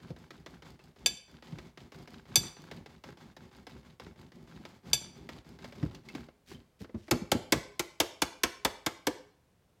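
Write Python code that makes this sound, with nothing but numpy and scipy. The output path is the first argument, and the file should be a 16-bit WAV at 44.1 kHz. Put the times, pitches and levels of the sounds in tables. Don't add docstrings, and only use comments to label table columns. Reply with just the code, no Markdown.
import sys
import numpy as np
from scipy import signal
from scipy.fft import rfft, irfft
from scipy.io import wavfile
from scipy.ndimage import uniform_filter1d

SR = 44100
rng = np.random.default_rng(int(sys.argv[2]) if len(sys.argv) > 2 else 0)


def digitize_waveform(pressure):
    field = np.atleast_2d(pressure).T
    bounded = np.clip(field, -1, 1)
    quanta = np.round(bounded * 32767).astype(np.int16)
    wavfile.write(sys.argv[1], SR, quanta)


N = 432180
HIT_SAMPLES = 12288
HIT_TIME = np.arange(HIT_SAMPLES) / SR


def from_db(db):
    return 10 ** (np.asarray(db) / 20)


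def unit(x):
    return x / np.sqrt(np.mean(x ** 2) + 1e-20)


def at_hz(points, hz):
    known_hz, values = np.transpose(points)
    return np.interp(np.log(np.maximum(hz, 1)), np.log(known_hz), values)


def bins(x):
    return np.fft.rfftfreq(len(x), 1 / SR)


def eq(x, curve):
    return irfft(rfft(x) * from_db(at_hz(curve, bins(x))), len(x))


def band(x, low_hz, high_hz):
    edges_hz = [low_hz, min(high_hz, .45 * SR)]
    return signal.sosfilt(signal.butter(2, edges_hz, "band", fs=SR, output="sos"), x)


def add(out, s, sound):
    start = max(round(s * SR), 0)
    out[start:start + len(sound)] += sound[:N - start]


def envelope(rise_s, t60):
    return (1 - np.exp(-HIT_TIME / rise_s)) * from_db(-60 * HIT_TIME / t60)


def burst(rise_s, t60):
    return rng.standard_normal(HIT_SAMPLES) * envelope(rise_s, t60)


def grains(per_s, spread_db):
    sizes = from_db(spread_db * np.minimum(rng.exponential(1, N), 4))
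    return (rng.random(N) < per_s / SR) * sizes * rng.choice([-1, 1], N)


def wander(per_s):
    knots = rng.standard_normal(4000)
    return np.interp(np.arange(N) / SR * per_s, np.arange(len(knots)), knots)


def swells(starts_s, lengths_s, levels_db, attack_s, release_s, ramp_db_per_s):
    out = np.zeros(N)
    for s, length_s, db in zip(starts_s, lengths_s, levels_db):
        t = np.arange(0, length_s, 1 / SR)
        fade_in = np.sin(np.pi / 2 * np.clip(t / attack_s, 0, 1))
        fade_out = np.sin(np.pi / 2 * np.clip((length_s - t) / release_s, 0, 1)) ** 1.4
        add(out, s, from_db(db + ramp_db_per_s * (t - length_s / 2)) * fade_in * fade_out)
    return out


# (frequency [Hz], level [dB])
ROOM_TONE_EQ = [(18, -30), (30, 2), (48, -8.5), (59, -11), (141, -11), (179, -13), (311, -21.5),
                (449, -19.5), (1390, -30), (14400, -44), (16000, -44.5)]


def room_tone():
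    return from_db(-67.5) * unit(eq(rng.standard_normal(N), ROOM_TONE_EQ))


# (frequency [Hz], width [Hz], weight [dB, halved in use])
SHELL_MODES = [(329.3, 58, 7.5), (536, 42, -9.5), (1120, 11, -15.5), (2247, 55, 2.5), (3520, 190, -9),
               (4180, 27, -14), (5140, 990, -12.5), (5824, 50, -8), (6300, 52, -7), (6500, 80, -2),
               (7400, 1200, -1.5)]


def shell(x, ring_db):
    hz = bins(x)
    detunes = 1 + .015 * rng.standard_normal(len(SHELL_MODES))
    modes = sum(from_db(db / 2) / (1 + 2j * (hz - centre * detune) / width)
                for (centre, width, db), detune in zip(SHELL_MODES, detunes))
    return irfft(rfft(x) * (1 + from_db(ring_db) * modes), len(x))


# (time [s], length [s], landing smack level [dB], rumble level [dB], rasp level [dB])
GRATER_STROKES = [(0.0, 0.14, -64, -49, -63), (0.078, 0.12, -68, -49.5, -68.5),
                  (0.162, 0.15, -58, -54.5, -62.5), (0.305, 0.17, -49.5, -53.5, -64.5),
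                  (0.4606, .16, -48, -52.5, -62.5), (0.621, 0.17, -54, -51, -61.5),
                  (0.791, 0.16, -62, -56, -66), (0.96, .22, -63.5, -51, -65),
                  (1.279, 0.15, -67, -54.5, -64), (1.423, 0.21, -54.5, -52.5, -59.5),
                  (1.584, 0.16, -49.5, -51.5, -62.5), (1.773, .14, -51.5, -50, -59.5),
                  (1.919, 0.17, -54, -49, -60), (2.074, 0.19, -53, -51, -61), (2.253, 0.26, -63, -47, -61),
                  (2.431, 0.16, -49, -82, -57.5), (2.566, 0.2, -56, -52.5, -61.5),
                  (2.712, 0.15, -46.5, -47, -60.5), (2.859, 0.16, -52, -53.5, -62.5),
                  (3.037, 0.13, -49.5, -47.5, -58.5), (3.171, 0.19, -58.5, -53.5, -61.5),
                  (3.365, 0.16, -52.5, -52.5, -62.5), (3.512, 0.16, -65, -53.5, -63),
                  (3.667, 0.18, -48.5, -51, -61.5), (3.829, 0.15, -68, -55.5, -64),
                  (3.997, 0.16, -48.5, -48, -60.5), (4.158, 0.16, -67, -51, -63.5),
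                  (4.318, 0.19, -59, -53, -66), (4.473, 0.22, -62.5, -52, -62.5),
                  (4.651, 0.17, -48, -53.5, -61), (4.831, 0.16, -71.5, -46.5, -57.5),
                  (4.975, 0.18, -60, -51.5, -63), (5.129, 0.19, -71, -51, -62),
                  (5.289, 0.15, -45, -48, -57.5), (5.445, .16, -65.5, -48.5, -61),
                  (5.587, 0.16, -56.5, -48.5, -58.5), (5.722, 0.24, -53, -48, -60),
                  (5.91, 0.13, -58.5, -50.5, -63), (6.035, 0.22, -71, -51.5, -63),
                  (6.149, 0.16, -45, -51.5, -63), (6.475, 0.17, -77, -50, -64)]
# (frequency [Hz], level [dB])
RUMBLE_EQ = [(18, -46), (30, -17.5), (65, -1), (113, -6), (152, 2.5), (194, -3), (254, -0.5), (284, -11.5),
             (389, -5), (436, -18), (900, -24), (1170, -48), (1980, -120)]
# (frequency [Hz], level [dB])
RASP_EQ = [(290, -37.5), (500, 0.5), (595, -11.5), (761, 0.5), (1420, -5), (2130, -7), (2330, -8.5),
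           (4530, -12.5), (8700, -26.5), (15100, -27), (16000, -33.5)]


def grating():
    s, length_s, _, rumble_db, rasp_db = np.transpose(GRATER_STROKES)
    pressure = swells(s, length_s, rumble_db, attack_s=.06, release_s=.093, ramp_db_per_s=14)
    tearing = swells(s, length_s, rasp_db, attack_s=.044, release_s=.092, ramp_db_per_s=-24)
    bite = wander(per_s=70)
    slips = grains(per_s=600, spread_db=2) * from_db(.6 * bite)
    rumble = unit(eq(slips, RUMBLE_EQ))
    tears = grains(per_s=4100, spread_db=-3) * from_db(2 * bite)
    rasp = unit(eq(shell(tears, ring_db=.5), RASP_EQ))
    snaps = np.zeros(N)
    for low_hz in (900, 2200, 4500):
        ticks = signal.fftconvolve(grains(per_s=12, spread_db=1.8), burst(rise_s=.0002, t60=.018))
        snaps += band(ticks[:N], low_hz, 4 * low_hz)
    crackle = unit(eq(snaps, RASP_EQ))
    return from_db(-.47) * pressure * rumble + tearing * (from_db(-1) * rasp + from_db(-5.5) * crackle)


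CROSSOVERS = [20, 280, 700, 2500, 20000]


def sheet_hit(force, band_db, lag_s):
    hz, out = bins(force), 0
    spectrum = rfft(force) * np.exp(-4j * np.pi * lag_s * np.sqrt(1000 * hz))
    for db, high, low in zip(band_db[::-1], CROSSOVERS[::-1], CROSSOVERS[-2::-1]):
        passband = (1 - 1 / (1 + (hz / low) ** 6)) / (1 + (hz / high) ** 6)
        out = out + from_db(db) * unit(irfft(spectrum * passband))
    return out * np.linspace(1, 0, len(out))


# (time [s], level [dB], tilt [dB per band])
STRAY_TAPS = [(0.103, -65, 6.5), (3.087, -53, -6), (4.064, -55.5, -8), (5.6424, -48, -1.5),
              (5.828, -49.5, -5.5), (5.9465, -59, 9.5), (6.086, -63.5, 14.5), (6.285, -58, -8.5),
              (6.5142, -52.5, -9), (6.809, -66.5, -16), (6.843, -53, -7), (6.893, -61, -12.5),
              (6.945, -63, -2), (7.08, -51, -7)]
# (frequency [Hz], level [dB])
TOUCH_EQ = [(120, -43), (200, 7), (1400, -11), (2130, -9), (2420, -15), (3430, -16), (5040, -19),
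            (8420, -36), (16000, -38.5)]


def touches():
    firm_db = -48.5
    landings = [(s, db, -1.46 + .064 * (db - firm_db)) for s, _, db, *_ in GRATER_STROKES]
    out = np.zeros(N)
    for s, db, tilt_db in landings + STRAY_TAPS:
        force = eq(shell(burst(rise_s=.0003, t60=.058), ring_db=-10), TOUCH_EQ)
        band_db = [db - tilt_db, db + 1, db + tilt_db]
        add(out, s, from_db(-17) * sheet_hit(force, band_db, lag_s=.001507))
    return out


# (time [s], level [dB], pitch [Hz], t60 [s])
COUNTER_KNOCKS = [(0.103, -29.5, 153, 0.062), (1.525, -32, 151.6, 0.21), (2.371, -25.5, 140, 0.09),
                  (4.932, -34.5, 137, 0.17), (5.827, -17, 149.6, 0.13), (6.15, -33, 254, 0.087),
                  (6.806, -31, 203, 0.12), (6.9431, -25, 220, 0.09), (7.125, -17, 251, 0.11),
                  (7.153, -34.5, 248, 0.16), (7.217, -28.5, 208, 0.082), (7.349, -20.5, 249, 0.11),
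                  (7.557, -25.5, 147.6, 0.14)]


def knocks():
    out = np.zeros(N)
    for s, db, hz, t60 in COUNTER_KNOCKS:
        boom = np.sin(2 * np.pi * hz * HIT_TIME) * envelope(rise_s=.0024, t60=t60)
        shudder = unit(band(burst(rise_s=.003, t60=t60), hz * .35, hz * 1.4))
        add(out, s, from_db(db) * (from_db(-2.5) * boom + from_db(-23) * shudder))
    return out


# (time [s], pitch [Hz], level [dB], t60 [s])
CHEESE_SQUEAKS = [(0.798, 2600, -57, 0.067), (6.087, 2140, -37, 0.037), (6.098, 2650, -49, 0.071),
                  (6.548, 3120, -48.5, 0.049)]


def squeaks():
    out = np.zeros(N)
    for s, hz, db, t60 in CHEESE_SQUEAKS:
        roughness = np.cumsum(.07 * rng.standard_normal(HIT_SAMPLES))
        tone = np.sin(2 * np.pi * hz * HIT_TIME + roughness)
        add(out, s, from_db(db) * envelope(rise_s=.0011, t60=t60) * tone)
    return out


# (time [s], level [dB], tilt [dB per octave])
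FOOT_CLINKS = [(1.0603, -10, -4.5), (2.3568, -6.5, -1.3), (4.9318, -9.5, -3)]
# (frequency [Hz], level [dB], t60 [s])
PLATE_MODES = [(1665, -24, .17), (2280, -19, .1), (2535, -19, .12), (2611, -17, .12), (3080, -15, .07),
               (3480, -8, .06), (3522, -3, .11), (4652, 0, .11), (4720, -9, .06), (4940, -13, .07),
               (5926, -5, .13), (6113, -6, .09), (6955, -17, .08), (7367, -4, .11), (8045, -18, .1),
               (8328, -15, .1), (8922, -10, .09), (10657, -9, .09), (12462, -10, .09), (14410, -12, .08)]


def clinks():
    out, t = np.zeros(N), HIT_TIME
    hz, mode_db, t60 = np.transpose(PLATE_MODES)[:, :, None]
    for s, db, tilt_db in FOOT_CLINKS:
        strength = from_db(mode_db + tilt_db * np.log2(hz / hz.mean()) + rng.standard_normal(hz.shape))
        partials = np.sin(2 * np.pi * hz * t) * rng.choice([-1, 1], hz.shape)
        flutter_hz = rng.uniform(15, 45, hz.shape)
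        flutter = 1 + .5 * np.sin(2 * np.pi * (flutter_hz * t + rng.random(hz.shape)))
        damping = (1 + 2.8 * np.exp(-t / .0024)) * (1 - np.exp(-t / .00066))
        modes = strength * partials * flutter * from_db(-60 * t / t60)
        ring = from_db(-23.5) * unit(damping * modes.sum(axis=0))
        crack = from_db(-35) * unit(band(burst(rise_s=.0009, t60=.075), 2300, 8200))
        clunk = from_db(-42.5) * unit(band(burst(rise_s=.00028, t60=.065), 300, 900))
        steel_shimmer = from_db(-48) * unit(band(burst(rise_s=.002, t60=.11), 3000, 7500))
        add(out, s, from_db(db) * (ring + crack + clunk + steel_shimmer))
    return out


# (time [s], length [s], rustle level [dB], fizz level [dB])
BRUSHES = [(6.455, 0.11, -58, -72), (6.788, 0.066, -56.5, -68.5), (6.952, 0.25, -68, -94)]
# (frequency [Hz], level [dB])
RUSTLE_EQ = [(880, -25.5), (1500, -5.5), (2860, -4.5), (3120, -5), (5440, -6.5), (12600, -23.5),
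             (16000, -28.5)]


def handling():
    s, length_s, rustle_db, fizz_db = np.transpose(BRUSHES)
    shape = dict(attack_s=.059, release_s=.043, ramp_db_per_s=-1)
    rustle = unit(eq(grains(per_s=6700, spread_db=5.5), RUSTLE_EQ))
    fizz = unit(band(grains(per_s=1200, spread_db=3.5), 9500, 15500))
    return (rustle * swells(s, length_s, rustle_db, **shape)
            + fizz * swells(s, length_s, fizz_db, **shape))


# (time [s], thump [dB], body [dB], clang [dB], crack [dB], hollow pitch [Hz])
PALM_SLAPS = [(7.1096, -30, -26.5, -29, -28, 340), (7.3158, -33, -26, -29, -27.5, 520),
              (7.521, -31, -25, -25.5, -24.5, 517), (7.7931, -43.5, -33, -34.5, -31.5, 336),
              (8, -42, -28.5, -28.5, -24.5, 504), (8.218, -36.5, -33.5, -27.5, -27, 426),
              (8.433, -39.5, -32, -27, -26, 445), (8.6477, -38, -33, -26.5, -28, 487),
              (8.8616, -39, -34.5, -31, -31.5, 490), (9.068, -40, -27, -31, -31.5, 500)]
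# (frequency [Hz], level [dB])
SLAP_EQ = [(21, -35), (35, -0.5), (286, 0.5), (684, -8.5), (1030, -11), (1550, -13), (2110, -13.5),
           (2870, -13.5), (3100, -12), (4680, -16), (5890, -16.5), (16000, -34)]


def slaps():
    out = np.zeros(N)
    for s, *band_db, hollow_hz in PALM_SLAPS:
        smack = burst(rise_s=.0011, t60=.041)
        rattle = from_db(-7) * band(burst(rise_s=.0013, t60=.11), 45, 1700)
        hollow = from_db(-3) * band(smack, hollow_hz * .87, hollow_hz * 1.13)
        hum = from_db(-15.5) * band(burst(rise_s=.0085, t60=.35), 385, 520)
        force = eq(shell(smack + rattle + hollow + hum, ring_db=-1.5), SLAP_EQ)
        hit = from_db(-13) * sheet_hit(force, band_db, lag_s=.0022)
        snap = from_db(-23.5) * unit(band(burst(rise_s=.00093, t60=.038), 9700, 14000))
        sizzle = from_db(-31) * unit(band(burst(rise_s=.008, t60=.17), 700, 6000))
        sizzle *= np.linspace(1, 0, HIT_SAMPLES)
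        add(out, s, hit + from_db(band_db[-1]) * (snap + sizzle))
    return out


# (frequency [Hz], t60 [s])
KITCHEN_DECAY = [(100, 0.59), (260, 0.36), (700, 0.57), (2000, 0.47), (5000, 0.46), (13000, 0.24)]


def kitchen_reverb(x, wet_db, onset_s):
    t, tail = np.arange(SR) / SR, 0
    for low_hz in 40 * 2. ** np.arange(9):
        t60 = at_hz(KITCHEN_DECAY, low_hz * np.sqrt(2))
        tail = tail + band(rng.standard_normal(SR), low_hz, 2 * low_hz) * from_db(-60 * t / t60)
    spectrum = rfft(tail * (1 - np.exp(-(t / onset_s) ** 2)))
    power = abs(spectrum) ** 2
    smoothing = np.sqrt(uniform_filter1d(power, 300) / uniform_filter1d(power, 20))
    impulse = unit(irfft(spectrum * smoothing, SR)) / np.sqrt(SR)
    return x + from_db(wet_db) * signal.fftconvolve(x, impulse[:SR * 3 // 4])[:N]


def scene():
    counter = grating() + touches() + knocks() + squeaks() + clinks() + handling() + slaps()
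    return (room_tone() + kitchen_reverb(counter, wet_db=-15, onset_s=.0011))[None]


def record(dry):
    ceiling = from_db(-3.5)
    rounded = ceiling * np.tanh(dry / ceiling)
    low_cut = signal.butter(6, 46, "high", fs=SR, output="sos")
    high_cut = signal.ellip(10, .1, 80, 16200, fs=SR, output="sos")
    return signal.sosfilt(high_cut, signal.sosfilt(low_cut, rounded))


dry = scene()
out = record(dry)
digitize_waveform(out)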